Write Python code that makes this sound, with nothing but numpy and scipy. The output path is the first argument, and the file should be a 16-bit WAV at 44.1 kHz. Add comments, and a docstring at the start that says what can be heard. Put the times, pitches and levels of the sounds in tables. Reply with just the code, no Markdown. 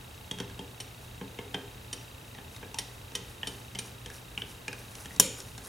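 """Screwdriver in a carburettor

A screw is worked in a carburettor held on a paper-covered bench in a small workshop. Each impact excites
damped modes: the blade taps in the slot, the loose shank clinks, and near the end the steel slips with
one sharp snap. Friction at threads and fingertips makes a scrape. Bench top and walls reflect the blows.
Behind it all lie mains hum, room air and a faint fast ticking in the camera."""
import sys
import numpy as np
from scipy import signal
from scipy.fft import rfft, irfft, next_fast_len
from scipy.io import wavfile
from scipy.ndimage import uniform_filter1d, map_coordinates

SR = 44100
rng = np.random.default_rng(int(sys.argv[2]) if len(sys.argv) > 2 else 0)


def materialize(psi):
    """Save the field psi as 16-bit PCM at rate SR to the path in sys.argv[1].

    A 1-D psi becomes a single channel; in a 2-D psi each row is a channel.
    """
    bounded = np.clip(np.atleast_2d(psi).T, -1, 1)
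    quanta = np.round(bounded * 32767).astype(np.int16)
    wavfile.write(sys.argv[1], SR, quanta)


N = 250488
T = np.arange(SR // 2) / SR  # time within one blow, in seconds

# Noise spectra, each relative within itself: frequency_hz, density_db
AIR_SPECTRUM = [(12, -37), (20, -20.5), (49, -1), (91, 0), (123, -0.5), (146, -9), (241, -10.5),
                (319, -12.5), (849, -15), (1860, -19), (2670, -21.5), (2990, -19), (3840, -23), (4420, -24),
                (16000, -61)]
HISS_SPECTRUM = [(1500, -17), (4000, -12), (6000, -1), (10500, -2), (15000, -4), (16000, -8)]
FRICTION_SPECTRUM = [(1500, 0), (3000, -11.5), (5700, -0.5), (7500, -4.5), (10500, -0.5), (12500, -8),
                     (16000, -20)]
CLINK_GRIT_SPECTRUM = [(400, -12), (700, -10), (1300, -13), (2200, -3.5), (3300, -4), (4300, -4),
                       (5800, -6), (8000, -5.5), (9500, 0), (11500, -11), (14000, -19), (16000, -28)]
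SNAP_GRIT_SPECTRUM = [(80, -20), (200, -3), (450, -1.5), (800, -8), (1400, -12), (2400, -9), (3100, -2),
                      (4200, -9), (5800, 3), (7300, -2), (8500, 1), (10400, 2.5), (13500, -1), (16000, -15)]
SNAP_RADIATED_SPECTRUM = [(100, -19), (420, -1), (800, -8), (1500, -8.5), (2300, -3.5), (3100, -1.5),
                          (4200, -3.5), (5800, -0.5), (7400, 1), (8500, -2.5), (10300, 3.5), (11800, -3),
                          (13500, -6), (16000, -19)]  # sent towards bench top and walls
TAP_CRACK_SPECTRUM = [(2500, -9.5), (4000, 1), (5600, 4.5), (7500, -1.5), (10000, -2), (12500, -16),
                      (16000, -36)]
CASTING_SPECTRUM = [(300, -22.5), (800, 6), (1300, -9), (2000, 0), (3200, -2), (4200, -30), (8000, -52)]  # the casting's many small modes

# Left-right likeness of room air and of wall reflections: frequency_hz, coherence_ratio
AIR_COHERENCE = [(60, 1.0), (150, 0.99), (380, 0.49), (950, 0.076), (2380, 0.15), (5980, 0.79),
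                 (15000, 1.0)]
WALL_COHERENCE = [(150, 0.99), (500, 1), (1500, 1), (3500, 0.78), (7000, 1), (11000, 1)]
# Reverberation time of the workshop: frequency_hz, t60_s
ROOM_DECAY = [(150, 0.3), (500, 0.62), (3000, 0.48), (7000, 0.47), (11000, 0.3), (15000, 0.12)]
# Colour of the reflections from walls and bench top: frequency_hz, gain_db
WALL_COLOUR = [(120, 8), (400, 7.5), (1200, 3.5), (3000, 1.5), (7000, -1), (11000, -4.5), (15000, 7)]
BENCH_COLOUR = [(200, -25), (700, 9), (3500, -1), (7500, -14), (10000, -16)]
# How differently the two microphones hear a close blow: frequency_hz, side_gain_db
SIDE_RESPONSE = [(150, -44), (600, -36), (3500, -22.5), (7200, -18), (9000, -32), (13000, -19)]

# Partials of the mains hum: pitch_hz, rms_level_db
HUM_PARTIALS = [(119.8, -55), (240, -71), (447, -69), (872, -72)]
# Modes of the camera's tick: pitch_hz, level_db, attack_s, t60_s
TICK_MODES = [(2660, -41, 0.00032, 0.011), (3790, -41, 0.0029, 0.027)]
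# Modes of bench, shank and casting: pitch_hz, relative_level_db, t60_s
BENCH_MODES = [(122.5, -10.5, 0.18), (185, 0, 0.09), (274, -1.5, 0.088), (403, -0.5, .08),
               (481, -2.5, 0.069), (628, -0.5, 0.015), (885, 0.5, 0.033), (1058, -6, 0.031)]
SHANK_MODES = [(3070, 4.5, 0.049), (3696, 0.5, 0.038), (4550, -12, .05), (5570, 1, 0.039),
               (5716, 4.5, 0.036), (6240, -2.5, .045), (7000, -17, .04), (8830, 2, 0.073), (9230, 1, .05),
               (10000, -8, 0.026), (11230, -18, .14), (12800, -16, .04), (14200, -15, .05)]
CASTING_MODES = [(190, -24.5, 0.13), (271, -36, 0.058), (424, -19, 0.088), (1036, -19, 0.037),
                 (1645, -18, 0.039), (2082, -20.5, 0.031), (3090, -18, .05), (3655, -24, 0.05),
                 (5660, -2.5, 0.024), (6330, -23, 0.024), (7090, 0.5, 0.019), (7420, -2, 0.017),
                 (8860, -12, 0.018), (9500, -18, 0.02), (10370, 2.5, 0.022), (11260, -13, 0.018),
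                 (12260, -15, 0.017), (13400, -10, .02)]

# Sliding strokes of fingers and threads: centre_s, length_s, level_db
FRICTION_STROKES = [(1.04, .04, -59), (2.024, .07, -61), (2.553, 0.064, -57), (2.95, 0.11, -63),
                    (3.297, .07, -56.5), (3.52, 0.14, -52.5), (3.64, 0.057, -62), (3.86, 0.076, -53.5),
                    (4.16, 0.057, -49.5), (4.387, .05, -56), (4.506, 0.056, -52.5), (4.81, 0.066, -52),
                    (4.9, 0.044, -60.5), (5.008, 0.12, -49.5), (5.137, 0.055, -54), (5.385, 0.097, -49.5),
                    (5.514, 0.14, -57), (5.666, 0.079, -49.5)]
# Rattles of the shank against the screw: start_s, relative_level_db, relative_thud_db, relative_treble_db
SHANK_RATTLES = [(0.8015, -31.5, -46, -13), (1.9284, -27, -41, -12), (2.7858, -22.5, -42.5, -10.5),
                 (3.1514, -24.5, -36.5, -12), (3.471, -27.5, -37.5, -12.5), (3.7874, -26, -39.5, -11)]
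# Contacts of the blade skidding over the casting: start_s, level_db
SKID_CONTACTS = [(5.1977, -13.5), (5.1995, -14), (5.2009, -27), (5.204, -22)]
# Blows of the blade in the slot, damped by the hand: start_s, blade_db, blade_hz, relative_casting_db,
# casting_hz, thud_db, hardness_db_per_octave, crack_db, blade_t60_s
BLADE_TAPS = [(0.3119, -28, 3280, -47.5, 2090, -35, -5, -38, 0.03),
              (0.386, -41, 3270, -45, 1630, -49, 5, -44, 0.022),
              (0.401, -33, 3230, -48, 1590, -32, -2, -36.5, 0.028),
              (0.498, -49, 3300, -49, 1630, -57, 0, -54, 0.02),
              (0.592, -38, 3230, -56, 1810, -37, 1.5, -47, 0.042),
              (1.212, -49, 3200, -49, 1630, -34.5, 1, -60, 0.02),
              (1.388, -41, 3180, -44, 2150, -34.5, 5, -52, 0.037),
              (1.5413, -40, 3170, -47, 1610, -45, 5, -55, 0.032),
              (1.5441, -27, 3153, -34.5, 1596, -34, 1, -39.5, 0.029),
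              (2.349, -54, 3090, -49, 1900, -54, 5, -52, 0.029),
              (2.385, -47, 3100, -48, 1740, -47.5, 2, -61, 0.02),
              (2.563, -45, 3720, -51, 2110, -55, 7, -47, 0.032),
              (2.628, -55, 2850, -44, 1630, -41.5, 2.5, -59, 0.02),
              (2.7435, -40.5, 2700, -38.5, 915, -53, 5, -37, 0.02),
              (3.119, -59, 2690, -55, 1660, -51, 7, -52, 0.02),
              (3.4317, -27, 3000, -34, 1790, -47, 3, -51, 0.012),
              (3.7495, -46, 3090, -45.5, 2100, -48, -1, -43, 0.02),
              (3.7546, -35.5, 3090, -43.5, 2120, -46, -7, -46, 0.018),
              (4.06, -38.5, 3200, -50, 1740, -46.5, 13, -42, 0.024),
              (4.101, -62, 3170, -42.5, 1670, -58, 10, -45, 0.022),
              (4.3768, -26.5, 2860, -37.5, 2280, -42, -3.5, -47, 0.012),
              (4.4193, -28, 3070, -48, 1600, -46.5, 3, -46, 0.016),
              (4.6805, -29.5, 2446, -37.5, 1720, -40.5, 1.5, -36, 0.04),
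              (4.7291, -37, 2520, -40, 1600, -48, 2, -40, 0.033),
              (4.9524, -51, 2900, -57, 2150, -52, 1, -42, 0.02),
              (5.057, -41, 3200, -45, 1790, -44, -6, -45.5, 0.015),
              (5.108, -60, 2570, -42, 1930, -63, 1, -64, 0.02),
              (5.162, -64, 2560, -62, 1840, -45, -3, -42, 0.02),
              (5.4024, -62, 3110, -53, 1870, -62, -2, -38.5, 0.02),
              (5.5789, -51, 3530, -47, 1610, -48, -5, -41, 0.025)]


def amp(db):
    """Amplitude grows tenfold for every 20 dB."""
    return 10 ** (np.asarray(db) / 20)


def unit(x):
    """Normalisation to an rms of 1."""
    return x / np.sqrt(np.mean(x ** 2) + 1e-20)


def unit_peak(x):
    """Normalisation of a transient: its loudest 4 ms have an rms of 1."""
    return x / np.sqrt(uniform_filter1d(x ** 2, 176).max() + 1e-20)


def along(points, hz):
    """Interpolation of (frequency_hz, value) points on a logarithmic frequency axis."""
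    frequencies, values = np.transpose(points)
    return np.interp(np.log(hz + 1), np.log(frequencies + 1), values)


def filtered(x, response):
    """Linear filtering multiplies the spectrum by a frequency response."""
    n = x.shape[-1]
    padded = next_fast_len(n + SR // 4)
    return irfft(rfft(x, padded) * response(np.fft.rfftfreq(padded, 1 / SR)), padded)[..., :n]


def add(track, start_s, x):
    """Superposition: x adds to the track from start_s on."""
    part = track[..., round(start_s * SR):][..., :x.shape[-1]]
    part += x[..., :part.shape[-1]]


def wobble(rate_hz):
    """Random modulation: a smooth curve through rate_hz random knots a second."""
    knots = rng.standard_normal(int(N * rate_hz / SR) + 4)
    return map_coordinates(knots, [np.arange(N) * rate_hz / SR])


def noise(spectrum, size):
    """Spectral shaping turns white noise into coloured noise of rms 1."""
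    return unit(filtered(rng.standard_normal(size), lambda hz: amp(along(spectrum, hz))))


def diffuse(pair, coherence):
    """A diffuse field is partly coherent at two close microphones; two unrelated signals mix to form it."""
    def weights(hz):
        angle = np.arccos(np.clip(along(coherence, hz), -1, 1)) / 2
        return np.array([np.cos(angle), np.sin(angle)])
    mid, side = filtered(pair, weights)
    return np.array([mid + side, mid - side])


def fade(attack_s, t60_s):
    """Damping: after a quick rise, the amplitude falls exponentially by 60 dB in t60_s."""
    return (1 - np.exp(-T / attack_s)) * np.exp(-np.log(1000) * T / t60_s)


def ring(modes, attack_s, scatter_db):
    """Free vibration is a sum of damped modes; neighbours start in antiphase, and strengths scatter."""
    out = np.zeros(len(T))
    for k, (hz, db, t60_s) in enumerate(modes):
        strength = (-1) ** k * amp(db + scatter_db * rng.normal())
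        out += strength * fade(attack_s, t60_s) * np.sin(2 * np.pi * hz * T)
    return unit_peak(out)


def burst(spectrum, attack_s, t60_s):
    """Rough contacts and dense modes are heard as decaying noise."""
    return unit_peak(noise(spectrum, len(T)) * fade(attack_s, t60_s))


def background():
    """Room air forms a diffuse field, joined by hiss and mains hum that wavers in level and phase."""
    t = np.arange(N) / SR
    air_pair = np.array([noise(AIR_SPECTRUM, N), noise(AIR_SPECTRUM, N)])
    air = amp(-48.5) * unit(diffuse(air_pair, AIR_COHERENCE))
    hiss = amp(-57.5) * noise(HISS_SPECTRUM, N)
    hum = np.zeros(N)
    for hz, db in HUM_PARTIALS:
        amplitude = np.sqrt(2) * amp(db + 1.4 * wobble(3.08))
        hum += amplitude * np.sin(2 * np.pi * hz * t + 0.12 * wobble(5.1))
    return air + hiss + hum


def camera_tick(rate_hz=30000 / 1001):
    """Periodic excitation: two damped modes in the camera ring about thirty times a second."""
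    out = np.zeros(N)
    tick = sum(amp(db) * fade(attack_s, t60_s) * np.sin(2 * np.pi * hz * T)
               for hz, db, attack_s, t60_s in TICK_MODES)
    for start_s in np.arange(0.0109, N / SR, 1 / rate_hz):
        add(out, start_s, amp(0.8 * rng.normal()) * tick)
    return out


def wall_response(gain_db):
    """Reverberation: dense reflections die away at a rate that depends on frequency."""
    hz, t, spectra = signal.stft(rng.standard_normal((2, SR * 2 // 3)), SR, nperseg=256)
    decay = np.exp(-np.log(1000) * t / along(ROOM_DECAY, hz)[:, None])
    tail = signal.istft(spectra * decay, SR, nperseg=256)[1]
    tail *= amp(gain_db) / np.linalg.norm(tail[0])
    return diffuse(filtered(tail, lambda f: amp(along(WALL_COLOUR, f))), WALL_COHERENCE)


def bench_response(gain_db, t60_s):
    """Early reflections from the bench top form a short, coloured impulse response."""
    early = rng.standard_normal((2, len(T))) * fade(0.00064, t60_s)
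    early *= amp(gain_db) / np.linalg.norm(early[0])
    return filtered(early, lambda hz: amp(along(BENCH_COLOUR, hz)))


def in_room(direct, radiated, wall_gain_db, bench_gain_db, bench_t60_s):
    """Direct sound adds to the radiated sound convolved with the reflections of bench top and walls."""
    walls = wall_response(wall_gain_db)
    bench = bench_response(bench_gain_db, bench_t60_s)
    side = filtered(direct, lambda hz: 1j * amp(along(SIDE_RESPONSE, hz)))  # in quadrature
    out = np.zeros((2, SR))
    add(out, 0, np.array([direct + side, direct - side]))
    add(out, 0, signal.fftconvolve(radiated[None], bench, axes=1))
    add(out, 0.004, signal.fftconvolve(radiated[None], walls, axes=1))
    return out


def scrape():
    """Sliding friction of threads and fingertips makes short strokes of noise with an uneven grain."""
    t = np.arange(N) / SR
    strokes = sum(amp(db) * np.exp(-2 * ((t - centre_s) / length_s) ** 2)
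                  for centre_s, length_s, db in FRICTION_STROKES)
    friction = noise(FRICTION_SPECTRUM, N)
    grain = amp(2.5 * wobble(840) + 1.9 * wobble(60))
    return strokes * unit(friction * grain)


def bench_thud(hardness_db_per_octave):
    """The casting transmits a blow to the bench; a harder contact tilts the modes upward, up to 500 Hz."""
    modes = [(hz, db + hardness_db_per_octave * np.log2(min(hz, 500)), t60_s)
             for hz, db, t60_s in BENCH_MODES]
    return ring(modes, attack_s=0.0041, scatter_db=0.5)


def shank_chatter(gap_s=0.002, drop_db=3):
    """Interference between three uneven bounces reinforces some modes and cancels others."""
    out = np.zeros(len(T))
    for k in range(3):
        start_s = k * gap_s * rng.uniform(0.8, 1.2)
        add(out, start_s, amp(-k * drop_db) * ring(SHANK_MODES, attack_s=0.0005, scatter_db=0.5))
    return unit_peak(out)


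def shank_clinks():
    """Let go between turns, the shank bounces on the screw and rings freely; harder contact is brighter."""
    out = np.zeros((2, N))
    for start_s, db, thud_db, treble_db in SHANK_RATTLES:
        contact = lambda hz: amp(db + along([(6000, 0), (9000, treble_db + 8.5)], hz))
        steel = amp(-6.5) * filtered(shank_chatter(), contact)
        grit = amp(-6) * filtered(burst(CLINK_GRIT_SPECTRUM, attack_s=0.0009, t60_s=0.046), contact)
        knock = grit + amp(thud_db - 3) * bench_thud(hardness_db_per_octave=1.6)
        radiated = amp(-5) * steel + knock
        clink = in_room(steel + knock, radiated, wall_gain_db=-8.5, bench_gain_db=-10, bench_t60_s=0.07)
        add(out, start_s, clink)
    return out


def blade_ring(hz, t60_s):
    """The blade's main mode lies between two weaker ones; the grip varies their strengths."""
    modes = [(hz * 0.87, -9, t60_s * 0.54), (hz, 0, t60_s), (hz * 1.13, -14, t60_s * 1.6)]
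    return ring(modes, attack_s=0.0003, scatter_db=2)


def blade_taps():
    """Impact excitation: seating in the slot, the blade rings and knocks the casting against the bench."""
    out = np.zeros((2, N))
    for start_s, blade_db, blade_hz, casting_db, casting_hz, thud_db, hardness, crack_db, t60_s in BLADE_TAPS:
        blade = amp(blade_db) * blade_ring(blade_hz, t60_s)
        casting = amp(casting_db - 1) * ring([(casting_hz, 0, 0.022)], attack_s=0.0008, scatter_db=0)
        # a blow that reaches the bench also shakes the casting's many small modes
        shake_db = (casting_db + thud_db) / 2 - 2
        casting += amp(shake_db) * burst(CASTING_SPECTRUM, attack_s=0.00067, t60_s=0.053)
        crack = amp(crack_db) * burst(TAP_CRACK_SPECTRUM, attack_s=0.00023, t60_s=0.024)
        knock = casting + crack + amp(thud_db) * bench_thud(hardness)
        radiated = amp(-2.5) * blade + knock
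        tap = in_room(blade + knock, radiated, wall_gain_db=-10, bench_gain_db=-13.5, bench_t60_s=0.13)
        add(out, start_s, tap)
    return out


def blade_snap():
    """The blade slips and skids over the casting, whose ring is directional, aimed at the microphones."""
    start_s = SKID_CONTACTS[0][0]
    casting = amp(-9.5) * ring(CASTING_MODES, attack_s=0.0008, scatter_db=1)
    grit = np.zeros(len(T))
    for contact_s, db in SKID_CONTACTS:
        add(grit, contact_s - start_s, amp(db) * burst(SNAP_GRIT_SPECTRUM, attack_s=0.00043, t60_s=0.018))
    # contact noise reaches the walls from all sides of the casting
    chatter = amp(-13.5) * burst(SNAP_RADIATED_SPECTRUM, attack_s=0.00073, t60_s=0.025)
    radiated = amp(-12.5) * casting + chatter
    snap = in_room(casting + grit, radiated, wall_gain_db=-5.5, bench_gain_db=-7.5, bench_t60_s=0.092)
    out = np.zeros((2, N))
    add(out, start_s, snap)
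    return out


def scene():
    """The sources superpose, with all the work straight in front of the microphones."""
    return blade_taps() + shank_clinks() + blade_snap() + scrape() + camera_tick() + background()


def record(dry, ceiling=0.88, top_hz=16000):
    """The loudest peaks are gently rounded below the ceiling, and the camera's band limit removes all above
    top_hz."""
    rounded = dry / (1 + np.abs(dry / ceiling) ** 6) ** (1 / 6)
    return filtered(rounded, lambda hz: hz < top_hz)


dry = scene()
out = record(dry)
materialize(out)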